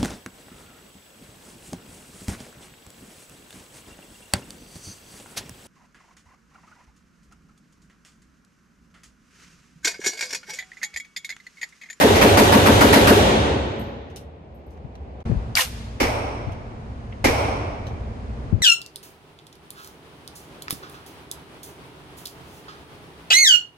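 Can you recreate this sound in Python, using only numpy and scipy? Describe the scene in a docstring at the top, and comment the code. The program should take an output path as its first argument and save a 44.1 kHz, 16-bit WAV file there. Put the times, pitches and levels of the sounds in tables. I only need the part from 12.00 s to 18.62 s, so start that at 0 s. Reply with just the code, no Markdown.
"""Indoor shooting range: a rifle fires eight quick shots from a booth, overloading the microphone; the hall rings on.
After a short gap the action slams shut and the gun is handled; another lane fires once before and twice after.
Ventilation rumbles throughout, spent cases tinkle, and a limiter ducks everything under each bang.
Blasts and clatter are shaped noise with dying echoes; booms are gliding tones and metal rings in narrow bands."""
import sys
import numpy as np
from scipy import signal
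from scipy.fft import rfft, irfft, next_fast_len
from scipy.io import wavfile
from scipy.ndimage import uniform_filter1d

SR = 44100
rng = np.random.default_rng(int(sys.argv[2]) if len(sys.argv) > 2 else 0)


def master(y):
    """Save y as 16-bit WAV."""
    cut = np.clip(np.atleast_2d(y).T, -1, 1)
    pcm = np.round(cut * 32767)  # scale
    wavfile.write(sys.argv[1], SR, pcm.astype(np.int16))


N = 291942  # length in samples

# Spectrum tables give relative levels; event levels are relative to the layer's own trim.
# ventilation before and after the gap: [f/Hz, level/dB]
AIR_BEFORE = [(15, -40), (25, -30), (45, -22), (57, -1.5), (75, 3), (93, -10.5), (190, -12.5), (330, -16.5),
              (560, -17), (790, -19), (1310, -33.5), (1700, -36), (2370, -37), (9020, -64), (12800, -80.5),
              (15000, -83)]
AIR_AFTER = [(15, -43), (24, -7), (38, -7.5), (54, -3), (118, -4), (172, -14.5), (231, -9.5), (318, -20),
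             (438, -17), (529, -19), (573, -20), (903, -23.5), (978, -25), (6540, -50), (10200, -58.5),
             (12000, -72), (15000, -89)]
# resonances of the air ducts: [f/Hz, width/Hz, level/dB]
DUCTS = [(58.4, 12, 9), (106.6, 14, 4.5), (226.6, 3.1, 13)]
# spent cases ringing on the concrete: [t/s, level/dB]
CASES = [(1.795, -46), (2.545, -65.5), (2.665, -69)]
# modes of a brass case: [f/Hz, width/Hz, level/dB, t60/s]
CASE_MODES = [(8260, 500, -13.5, 0.17), (12560, 340, 2.5, 0.079), (12680, 160, -6, 0.27)]
# a latch on the gun snaps over: [t/s, level/dB]
LATCH = [(5.1238, -41)]
# modes of the latch: [f/Hz, width/Hz, level/dB, t60/s]
LATCH_MODES = [(2070, 380, 0, .06), (2910, 700, -4, .06)]
# light clicks of guns being handled: [t/s, level/dB, brightness/(dB per octave), t60/s]
CLICKS = [(2.1, -52, -8, 0.13), (2.16, -40.5, 0, 0.18), (2.705, -65, 1, .25), (2.772, -56.5, -8, .05),
          (2.954, -48.5, -7.5, 0.055), (3.203, -51, -9, 0.068), (4.520, -48, -4, 0.089),
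          (5.868, -42, -7, 0.12)]
# steel parts that ring in every click: [f/Hz, width/Hz, level/dB]
STEEL = [(2040, 200, -5), (3060, 200, 4), (4760, 290, -8), (6100, 870, 8.5)]
# clatter of steel on steel: [f/Hz, level/dB]
CLATTER = [(150, -36), (430, -17), (680, 7.5), (950, 5.5), (1600, 8.5), (2900, 9), (5000, 8), (8000, 4),
           (12500, 4), (15000, -2.5)]
# dull bumps beside the left port: [t/s, level/dB, f/Hz, cycles until the crest]
BUMPS = [(2.845, -23, 124.5, 0.64), (3.2946, -12, 203.5, 0.81), (3.3044, -13, 157, 0.78),
         (3.3152, -18, 470, 0.46), (3.3192, -5, 116, 0.53), (3.34, -21, 177, 1), (3.362, -14.5, 61.6, 0.47),
         (4.469, -16, 112, 0.77), (6.5237, -22, 380, .6), (6.5259, -2.5, 151, 0.46),
         (6.534, -4.5, 97.8, 0.8), (6.553, -20, 377, 0.4), (6.605, -23, 148, 0.64)]
# the bolt runs home, striking its catch, the round, the guide and the lock:
# [t/s, level/dB, ring f/Hz, rise/s, hold/s, t60/s, clatter level/dB]
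BOLT_STRIKES = [(3.5532, -6, 4780, 0.00056, 0.00097, .013, -1.5),
                (3.5657, -4.5, 2276, 0.0084, 0.0011, 0.016, -2), (3.582, -12, 1950, .0003, .002, .022, 3),
                (3.5912, -13.5, 1020, .001, 0.0024, .035, -5),
                (3.5927, -13.5, 1840, 0.0016, 0.0044, .03, -1),
                (3.6070, -13, 2870, .0006, 0.0017, 0.037, -2), (3.6187, -14.5, 6400, .0005, .0005, .01, -7)]
# the scrape sounds through the receiver: [f/Hz, width/Hz, level/dB]
RECEIVER = [(1000, 270, 6), (1880, 300, -1), (2800, 300, 4)]
# shots from another lane: [t/s, crack level/dB, hall level/dB]
LANE_SHOTS = [(.151, -9, -10.5), (3.999, -9, -17.5), (5.2411, -3.5, -13.5)]
# spectra of their crack and hall sound: [f/Hz, level/dB]
LANE_CRACK = [(40, 10.5), (70, 18.5), (160, -19), (280, -2), (450, 11.5), (680, 8), (950, 0), (1400, -2),
              (2300, 1), (3500, -7.5), (5500, -7), (8000, -14.5), (13000, -14.5), (15000, -28)]
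LANE_HALL = [(50, -8.5), (100, 8.5), (170, -10), (300, -5), (600, 2.5), (950, -0.5), (1500, -8.5),
             (2400, -13.5), (4000, -22), (7000, -29), (11000, -30), (15000, -20.5)]
# the way from that lane colours hall and crack: [f/Hz, width/Hz, level/dB]
LANE_HALL_PEAKS = [(280, 56, 7.5), (1760, 280, -5.5), (2283, 500, 6.5), (5550, 750, 11), (8800, 1500, 7.5)]
LANE_CRACK_PEAKS = [(267, 90, 6.5), (910, 200, 2.87), (2105, 700, 4.5), (5570, 800, 2.5)]
# how fast their crack dies: [f/Hz, t60/s]
LANE_CRACK_T60 = [(100, 0.35), (400, 0.3), (1500, 0.3), (5000, 0.28), (14000, 0.21)]
# the near rifle: [t/s, crack level/dB, boom level/dB, boom depth/(dB per octave down),
# bite f/Hz, bite level/dB]
SHOTS = [(.009, -9, 1, -5.5, 2200, 2), (.213, -6.5, 0, -3, 2200, 4), (.372, -4.5, -1.5, -1.5, 1520, 0),
         (.522, -5, -2.5, 6, 1000, 1.5), (.659, -7, -0.5, 5.5, 1206, 2), (.808, -4.5, -1.5, -3, 1500, 1),
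         (.927, -4.5, -2, 4.5, 2590, 2), (1.072, -5.5, 0.5, -4, 1700, 0.5)]
# spectra of its crack and hall sound: [f/Hz, level/dB]
CRACK = [(50, -31.5), (150, 6.5), (400, -1.5), (850, 2), (1500, -1), (2700, -8.5), (5000, -13), (7500, -20),
         (12000, -17), (15000, -21)]
HALL = [(20, -46.5), (42, -19), (55, -4.5), (80, -1), (110, -1), (140, -3.5), (230, -5), (390, 0),
        (750, -4), (1200, -10), (2200, -13), (3600, -12), (4900, -20.5), (6000, -19.5), (10000, -24),
        (15000, -20.5)]
# booms the walls throw back, before each shot's scatter: [f/Hz, glide/(Hz per s), level/dB, crest/s, spread/s]
BOOM = [(203, 1.5, -7, .023, 0.009), (255.6, 3000, -0.5, .042, 0.0047), (556, -2500, -12, .033, 0.0053),
        (436, -4500, -4, .048, 0.0071), (298, -9000, -7.5, 0.066, 0.0049),
        (124, -2500, -10.5, .067, 0.0091), (102, -200, -14.5, .096, 0.025), (403, 1501, -7.5, 0.103, .0075)]
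# standing waves of the booth: [f/Hz, width/Hz, level/dB]
BOOTH = [(72.4, 23, 5.5), (222.3, 12, 9.5), (450, 14, 5), (282.4, 8, 3), (364.7, 9, 2.5), (560, 17, 6.5),
         (823, 33, 3), (885, 16, 4), (938, 18, 3.5), (1123, 13.5, 3), (1354, 9.1, 4), (1513, 21, 6.5),
         (1715, 30, 0.5), (1900, 30, 5)]
# reverberation of the hall: [f/Hz, t60/s]
HALL_T60 = [(30, 1.7), (86, 2.2), (200, 1.86), (500, 1.735), (1500, 1.557), (3500, 1.397), (6000, 1.12),
            (10000, 0.81), (15000, 0.35)]
# how alike one shot's echoes are to the next: [f/Hz, share 0-1]
ALIKE = [(60, 0.94), (250, 1), (500, 1), (1200, 0.61), (3000, 0.36), (9000, 0)]

GAP_START_S, GAP_END_S = 3.229, 3.254
# the background creeps up on both sides of the gap, and comes back louder for a moment before it settles
AIR_BEFORE_DB, AIR_BEFORE_DB_PER_S = -37, 7
AIR_AFTER_DB, AIR_AFTER_DB_PER_S = -36, 1.67
AIR_SURGE_DB, AIR_SETTLE_S = 11.5, 0.27
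# the rumble dips briefly under the bolt's hollow ring
DIP_S, DIP_SPREAD_S, DIP_DB = 3.624, 0.013, -14
# the bolt's scrape around its loudest moment
SCRAPE_CREST_S, SCRAPE_RISE_S, SCRAPE_HOLD_S, SCRAPE_T60_S = 3.582, 0.041, 0.031, 0.17
# its hollow ring sinks, and is loudest as the scrape dies
SINK_FROM_HZ, SINK_TO_HZ, SINK_S = 2200, 500, .008
HOLLOW_CREST_S, HOLLOW_SPREAD_S = 3.621, .015
TOP_HZ = 14800  # upper band limit


def amp(db):
    """Decibels to gain."""
    return 10 ** (np.asarray(db) / 20)


def evened(x):
    """Scaled to rms 1."""
    return x / np.sqrt(np.mean(x ** 2) + 1e-20)


def read(points, hz):
    """A curve joined by straight lines over log frequency."""
    f, value = np.transpose(points)
    return np.interp(np.log(hz + 1), np.log(f + 1), value)


def bell(hz, centre_hz, width_hz):
    """Height 0-1 of a resonance."""
    return 1 / (1 + (2 * (hz - centre_hz) / width_hz) ** 2)


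def add(mix, s, sound):
    """Mixes a sound in at time s."""
    part = mix[:, round(s * SR):][:, :sound.shape[1]]
    part += sound[:, :part.shape[1]]


def fall(t, t60):
    """Dies by 60 dB in t60 seconds."""
    return np.exp(-np.log(1000) * t / t60)


def rise(t, rise_s):
    """A soft start."""
    return 1 - np.exp(-t / rise_s)


def swell(t, crest_s, spread_s):
    """A smooth rise and fall around a crest."""
    return np.exp(-.5 * ((t - crest_s) / spread_s) ** 2)


def glide(t, hz, hz_per_s, crest_s, spread_s):
    """A few cycles that swell and fade while their pitch slides."""
    since = t - crest_s
    return swell(t, crest_s, spread_s) * np.cos(2 * np.pi * (hz + hz_per_s * since / 2) * since)


def ragged(length, depth_db):
    """Single reflections make the level jump from one millisecond to the next."""
    jumps = evened(uniform_filter1d(rng.standard_normal(length), size=50))
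    return evened(amp(depth_db * jumps))


def field(size, gain, count=1, side_bias=0, port_gap_ms=0.461):
    """Count related noises (rms 1, spectrum gain(hz)) arriving from all round at two ports a hand apart."""
    hz = np.fft.rfftfreq(size, 1 / SR)
    across = np.cos(np.linspace(0, np.pi, 48))  # directions from one side to the other
    grid = np.linspace(0, SR / 2, 600)
    turns = np.outer(grid, across) * port_gap_ms / 1000
    weights = np.exp(side_bias * across)
    likeness = np.average(np.exp(2j * np.pi * turns), axis=1, weights=weights)
    same = np.interp(hz, grid, likeness) * .98
    # the same walls answer every shot, so long waves repeat and short ones vary
    alike = np.clip(read(ALIKE, hz), 0, 1)
    white = rfft(rng.standard_normal((count + 1, 2, size)))
    shots = np.sqrt(alike) * white[0] + np.sqrt(1 - alike) * white[1:]
    left, other = np.swapaxes(shots, 0, 1)
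    right = np.conj(same) * left + np.sqrt(1 - abs(same) ** 2) * other
    return np.squeeze(evened(irfft(np.stack([left, right], axis=1) * gain(hz), size)))


def coloured(size, spectrum, peaks=(), count=1, side_bias=0):
    """Such noise with a broad spectrum and resonances on top."""
    def gain(hz):
        return amp(read(spectrum, hz) + sum(db * bell(hz, f, w) for f, w, db in peaks))
    return field(size, gain, count, side_bias)


def recoloured(x, depth_db, count=8, delay_s=0.001583):
    """Close reflections comb each hit a little differently."""
    hz = np.fft.rfftfreq(x.shape[1], 1 / SR)
    ripple = sum(np.cos(2 * np.pi * (hz * delay * delay_s + turn)) for delay, turn in rng.random((count, 2)))
    return evened(irfft(rfft(x) * amp(depth_db * evened(ripple)), x.shape[1]))


def dying(x, t60s, patchy_db=1.15):
    """Lets each frequency die at its own speed, in uneven patches as echoes bunch and thin out."""
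    hz, t, z = signal.stft(x, SR, nperseg=512)
    patches = uniform_filter1d(rng.standard_normal(z.shape[1:]), size=3, axis=0)
    patches = evened(uniform_filter1d(patches, size=4, axis=1))
    gain = amp(-60 * t / read(t60s, hz)[:, None]) * evened(amp(patchy_db * patches))
    return signal.istft(z * gain, SR, nperseg=512)[1][:, :x.shape[1]]


def answer(t, rise_s=.018):
    """The hall's answer to a clatter of metal."""
    return rise(t, rise_s) * dying(coloured(len(t), CLATTER), HALL_T60)


def ventilation():
    """Rumble of ducts and rush of air as steady shaped noise, with another colour after the gap."""
    t = np.arange(N) / SR
    since = t - (GAP_START_S + GAP_END_S) / 2
    size = next_fast_len(N)
    before_db = AIR_BEFORE_DB + AIR_BEFORE_DB_PER_S * since
    surge_db = AIR_SURGE_DB * np.exp(-abs(since) / AIR_SETTLE_S)
    after_db = AIR_AFTER_DB + AIR_AFTER_DB_PER_S * since + surge_db
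    before = amp(before_db) * coloured(size, AIR_BEFORE)[:, :N]
    after = amp(after_db) * coloured(size, AIR_AFTER, DUCTS)[:, :N]
    return np.where(since < 0, before, after) * amp(DIP_DB * swell(t, DIP_S, DIP_SPREAD_S))


def pings(events, modes, rise_s=0.00086):
    """A small metal part is tapped and rings in its modes, each a dying band of noise."""
    out, t = np.zeros((2, N)), np.arange(SR // 2) / SR
    for s, db in events:
        for f, width, mode_db, t60 in modes:
            ring = field(len(t), lambda hz: bell(hz, f, width))
            add(out, s, amp(db + mode_db) * fall(t, t60) * rise(t, rise_s) * ring)
    return out


def clicks(colour_db=3, ragged_db=2, room_db=-35):
    """Small taps ring the same steel parts, each with its own brightness, and the hall answers faintly."""
    out, t = np.zeros((2, N)), np.arange(SR) / SR
    for s, db, bright_db, t60 in CLICKS:
        # the tilt sets in above the lowest steel part
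        spectrum = [(f, level + bright_db * np.log2(max(f / STEEL[0][0], 1))) for f, level in CLATTER]
        tap = recoloured(coloured(len(t), spectrum, STEEL), colour_db)
        tap = tap * ragged(len(t), ragged_db) * fall(t, t60)
        add(out, s, amp(db) * (tap + amp(room_db) * answer(t)))
    return out


def bumps(right_db=-18, rub_db=-13, rub_length=1.9, rub_width=2.0):
    """A soft push gives a few cycles of low wobble and a dull rub, mostly in the left port."""
    out, t = np.zeros((2, N)), np.arange(SR // 4) / SR
    for s, db, f, cycles in BUMPS:
        u = t * f / cycles  # reaches 1 at the crest
        wobble = u * np.exp(1 - u) * np.sin(2 * np.pi * f * t)
        rub_level = u / rub_length * np.exp(1 - u / rub_length)
        rub = rub_level * field(len(t), lambda hz: bell(hz, f, rub_width * f))
        add(out, s, amp(db) * (amp(rub_db) * rub - wobble) * amp([[0], [right_db]]))
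    return out


def bolt(ring_db=6, ring_width=0.45, scrape_db=-14, scrape_ragged_db=1.0, grit_db=-5, grit_per_s=2600,
         hollow_db=-29, room_db=-35):
    """Steel on steel: ringing strikes in a gritty scrape, a hollow ring that sinks, a faint answer from the hall."""
    out, t = np.zeros((2, N)), np.arange(SR) / SR
    for s, db, f, rise_s, hold_s, t60, clatter_db in BOLT_STRIKES:
        ring = field(len(t), lambda hz: bell(hz, f, ring_width * f))
        clatter = evened(coloured(len(t), CLATTER) + amp(ring_db) * ring)
        contact = np.minimum(t / rise_s, 1) * fall(np.maximum(t - rise_s - hold_s, 0), t60)
        add(out, s, amp(db) * contact * (amp(clatter_db) * clatter + np.sin(2 * np.pi * f * t)))
    start = BOLT_STRIKES[0][0]
    since = start + t - SCRAPE_CREST_S
    scrape_fall = fall(np.maximum(since - SCRAPE_HOLD_S, 0), SCRAPE_T60_S)
    level = np.exp(np.minimum(since, 0) / SCRAPE_RISE_S) * scrape_fall
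    # tiny catches of the sliding steel
    catches = rng.choice([-1, 1], len(t)) * (rng.random(len(t)) < grit_per_s / SR)
    steel_gain = amp(read(CLATTER, np.fft.rfftfreq(len(t), 1 / SR)))
    grit = evened(irfft(rfft(catches) * steel_gain, len(t)))
    scrape = evened(coloured(len(t), CLATTER, RECEIVER) + amp(grit_db) * grit)
    add(out, start, amp(scrape_db) * level * scrape * ragged(len(t), scrape_ragged_db))
    sink_hz = SINK_TO_HZ + (SINK_FROM_HZ - SINK_TO_HZ) * np.exp(-np.maximum(since, 0) / SINK_S)
    hollow_level = swell(start + t, HOLLOW_CREST_S, HOLLOW_SPREAD_S)
    hollow = hollow_level * np.sin(2 * np.pi * np.cumsum(sink_hz) / SR)
    add(out, start, amp(hollow_db) * hollow[None])
    add(out, SCRAPE_CREST_S, amp(room_db) * answer(t))
    return out


def other_lane(crack_rise=0.0035, crack_ragged_db=2, thump_db=-10, thump_hz=270, thump_width_hz=130,
               thump_crest_s=0.032, thump_spread_s=0.019, hall_rise=0.055, hall_patchy_db=0.46, ring=0.97,
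               side_bias=-0.024, left_db=-0.75):
    """Blasts round the partition from the right: a softened crack that darkens, a thump off the walls, the hall."""
    out, t, count = np.zeros((2, N)), np.arange(2 * SR) / SR, len(LANE_SHOTS)
    hall_t60s = [(f, ring * t60) for f, t60 in HALL_T60]
    cracks = coloured(len(t), LANE_CRACK, LANE_CRACK_PEAKS, count, side_bias)
    halls = coloured(len(t), LANE_HALL, LANE_HALL_PEAKS, count, side_bias)
    thumps = field(len(t), lambda hz: bell(hz, thump_hz, thump_width_hz), count)
    thumps = thumps * swell(t, thump_crest_s, thump_spread_s)
    for (s, crack_db, hall_db), crack, thump, hall in zip(LANE_SHOTS, cracks, thumps, halls):
        # the bend round the partition rounds off the front of the blast
        crack = rise(t, crack_rise) ** 2 * dying(crack, LANE_CRACK_T60)
        add(out, s, amp(crack_db) * crack * ragged(len(t), crack_ragged_db))
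        add(out, s, amp(crack_db + thump_db) * thump)
        add(out, s, amp(hall_db) * rise(t, hall_rise) * dying(hall, hall_t60s, hall_patchy_db))
    return out * amp([[left_db], [0]])


def rifle(crack_db=3.5, crack_hold=0.013, crack_t60=0.29, crack_ragged_db=2.0, crack_colour_db=1.86,
          bite_width=0.69, boom_db=-0.2, body_db=-9, boom_scatter=0.021, boom_scatter_db=1.3,
          hall_db=-5.5, hall_rise=0.049, earlier_db=-11):
    """Each blast rattles between the booth walls, comes back as short booms and fills the hall."""
    out, t, count = np.zeros((2, N)), np.arange(2 * SR) / SR, len(SHOTS)
    early = t[:SR // 2]
    early_hz = np.fft.rfftfreq(len(early), 1 / SR)
    cracks = coloured(len(early), CRACK, BOOTH, count)
    snap = rise(early, 0.00089) * fall(np.maximum(early - crack_hold, 0), crack_t60)
    bodies = field(len(early), lambda hz: bell(hz, 550, 500), count) * swell(early, 0.045, 0.016)
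    halls = coloured(len(t), HALL, BOOTH, count)
    # every shot scatters the pitch and level of its booms
    detunes = 1 + boom_scatter * rng.standard_normal((count, len(BOOM)))
    strays_db = boom_scatter_db * rng.standard_normal((count, len(BOOM)))
    for shot, crack, body, hall, detune, stray_db in zip(SHOTS, cracks, bodies, halls, detunes, strays_db):
        s, shot_crack_db, shot_boom_db, depth_db, bite_hz, bite_db = shot
        bite = amp(bite_db * bell(early_hz, bite_hz, bite_width * bite_hz))
        crack = irfft(rfft(crack) * bite, len(early))
        crack = snap * recoloured(crack, crack_colour_db)
        add(out, s, amp(crack_db + shot_crack_db) * crack * ragged(len(early), crack_ragged_db))
        boom = np.zeros(len(early))
        for (f, slope, db, crest, spread), off, off_db in zip(BOOM, detune, stray_db):
            # depth tilts the booms around 300 Hz
            level_db = db + off_db + depth_db * np.log2(300 / max(f, 200))
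            boom += amp(level_db) * glide(early, f * off, slope, crest, spread)
        add(out, s, amp(shot_boom_db) * (amp(boom_db) * boom + amp(body_db) * body))
        add(out, s, amp(hall_db) * rise(t, hall_rise) * dying(hall, HALL_T60))
    # the hall is already ringing from earlier fire
    add(out, 0, amp(earlier_db) * dying(coloured(len(t), HALL, BOOTH), HALL_T60))
    return out


def scene():
    """Ventilation, then brass and handling, with the gunfire on top."""
    brass_and_latch = pings(CASES, CASE_MODES) + pings(LATCH, LATCH_MODES)
    handling = clicks() + bumps() + bolt()
    gunfire = other_lane() + rifle()
    return ventilation() + brass_and_latch + handling + gunfire


def limiter(x, threshold_db=-16, slope=0.41, recover_db_per_s=90, treble_weight=3):
    """Turns down at once when the sound is loud, above all when it is bright, and recovers gradually."""
    sensed = x ** 2 + (treble_weight * np.diff(x, prepend=0)) ** 2
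    power_db = 10 * np.log10(abs(uniform_filter1d(sensed.mean(0), size=130)) + 1e-12)
    recovery = recover_db_per_s * np.arange(N) / SR
    held_db = np.maximum.accumulate(power_db + recovery) - recovery  # peaks sink at the recovery speed
    over_db = np.maximum(held_db - threshold_db, 0)
    return x * amp(-min(slope, 1) * uniform_filter1d(over_db, size=60))


def record(dry, low_cut_hz=28, overload_db=9):
    """The microphone overloads, the limiter holds the level, a short gap opens; then the band limit."""
    overloaded = amp(overload_db) * np.tanh(dry / amp(overload_db))
    held = limiter(overloaded)
    held = signal.sosfilt(signal.butter(2, low_cut_hz, "highpass", fs=SR, output="sos"), held)
    # the highest peaks are rounded off just under full scale
    held = held / (1 + (held / .92) ** 8) ** (1 / 8)
    t = np.arange(N) / SR
    outside_s = np.maximum(GAP_START_S - t, t - GAP_END_S)
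    gap = np.clip(outside_s / .006 + .5, .02, 1)  # 6 ms slopes, almost silent between
    band = signal.firwin(801, TOP_HZ, window=("kaiser", 9), fs=SR)
    return signal.oaconvolve(held * gap, band[None], "same")


dry = scene()
out = record(dry)
master(out)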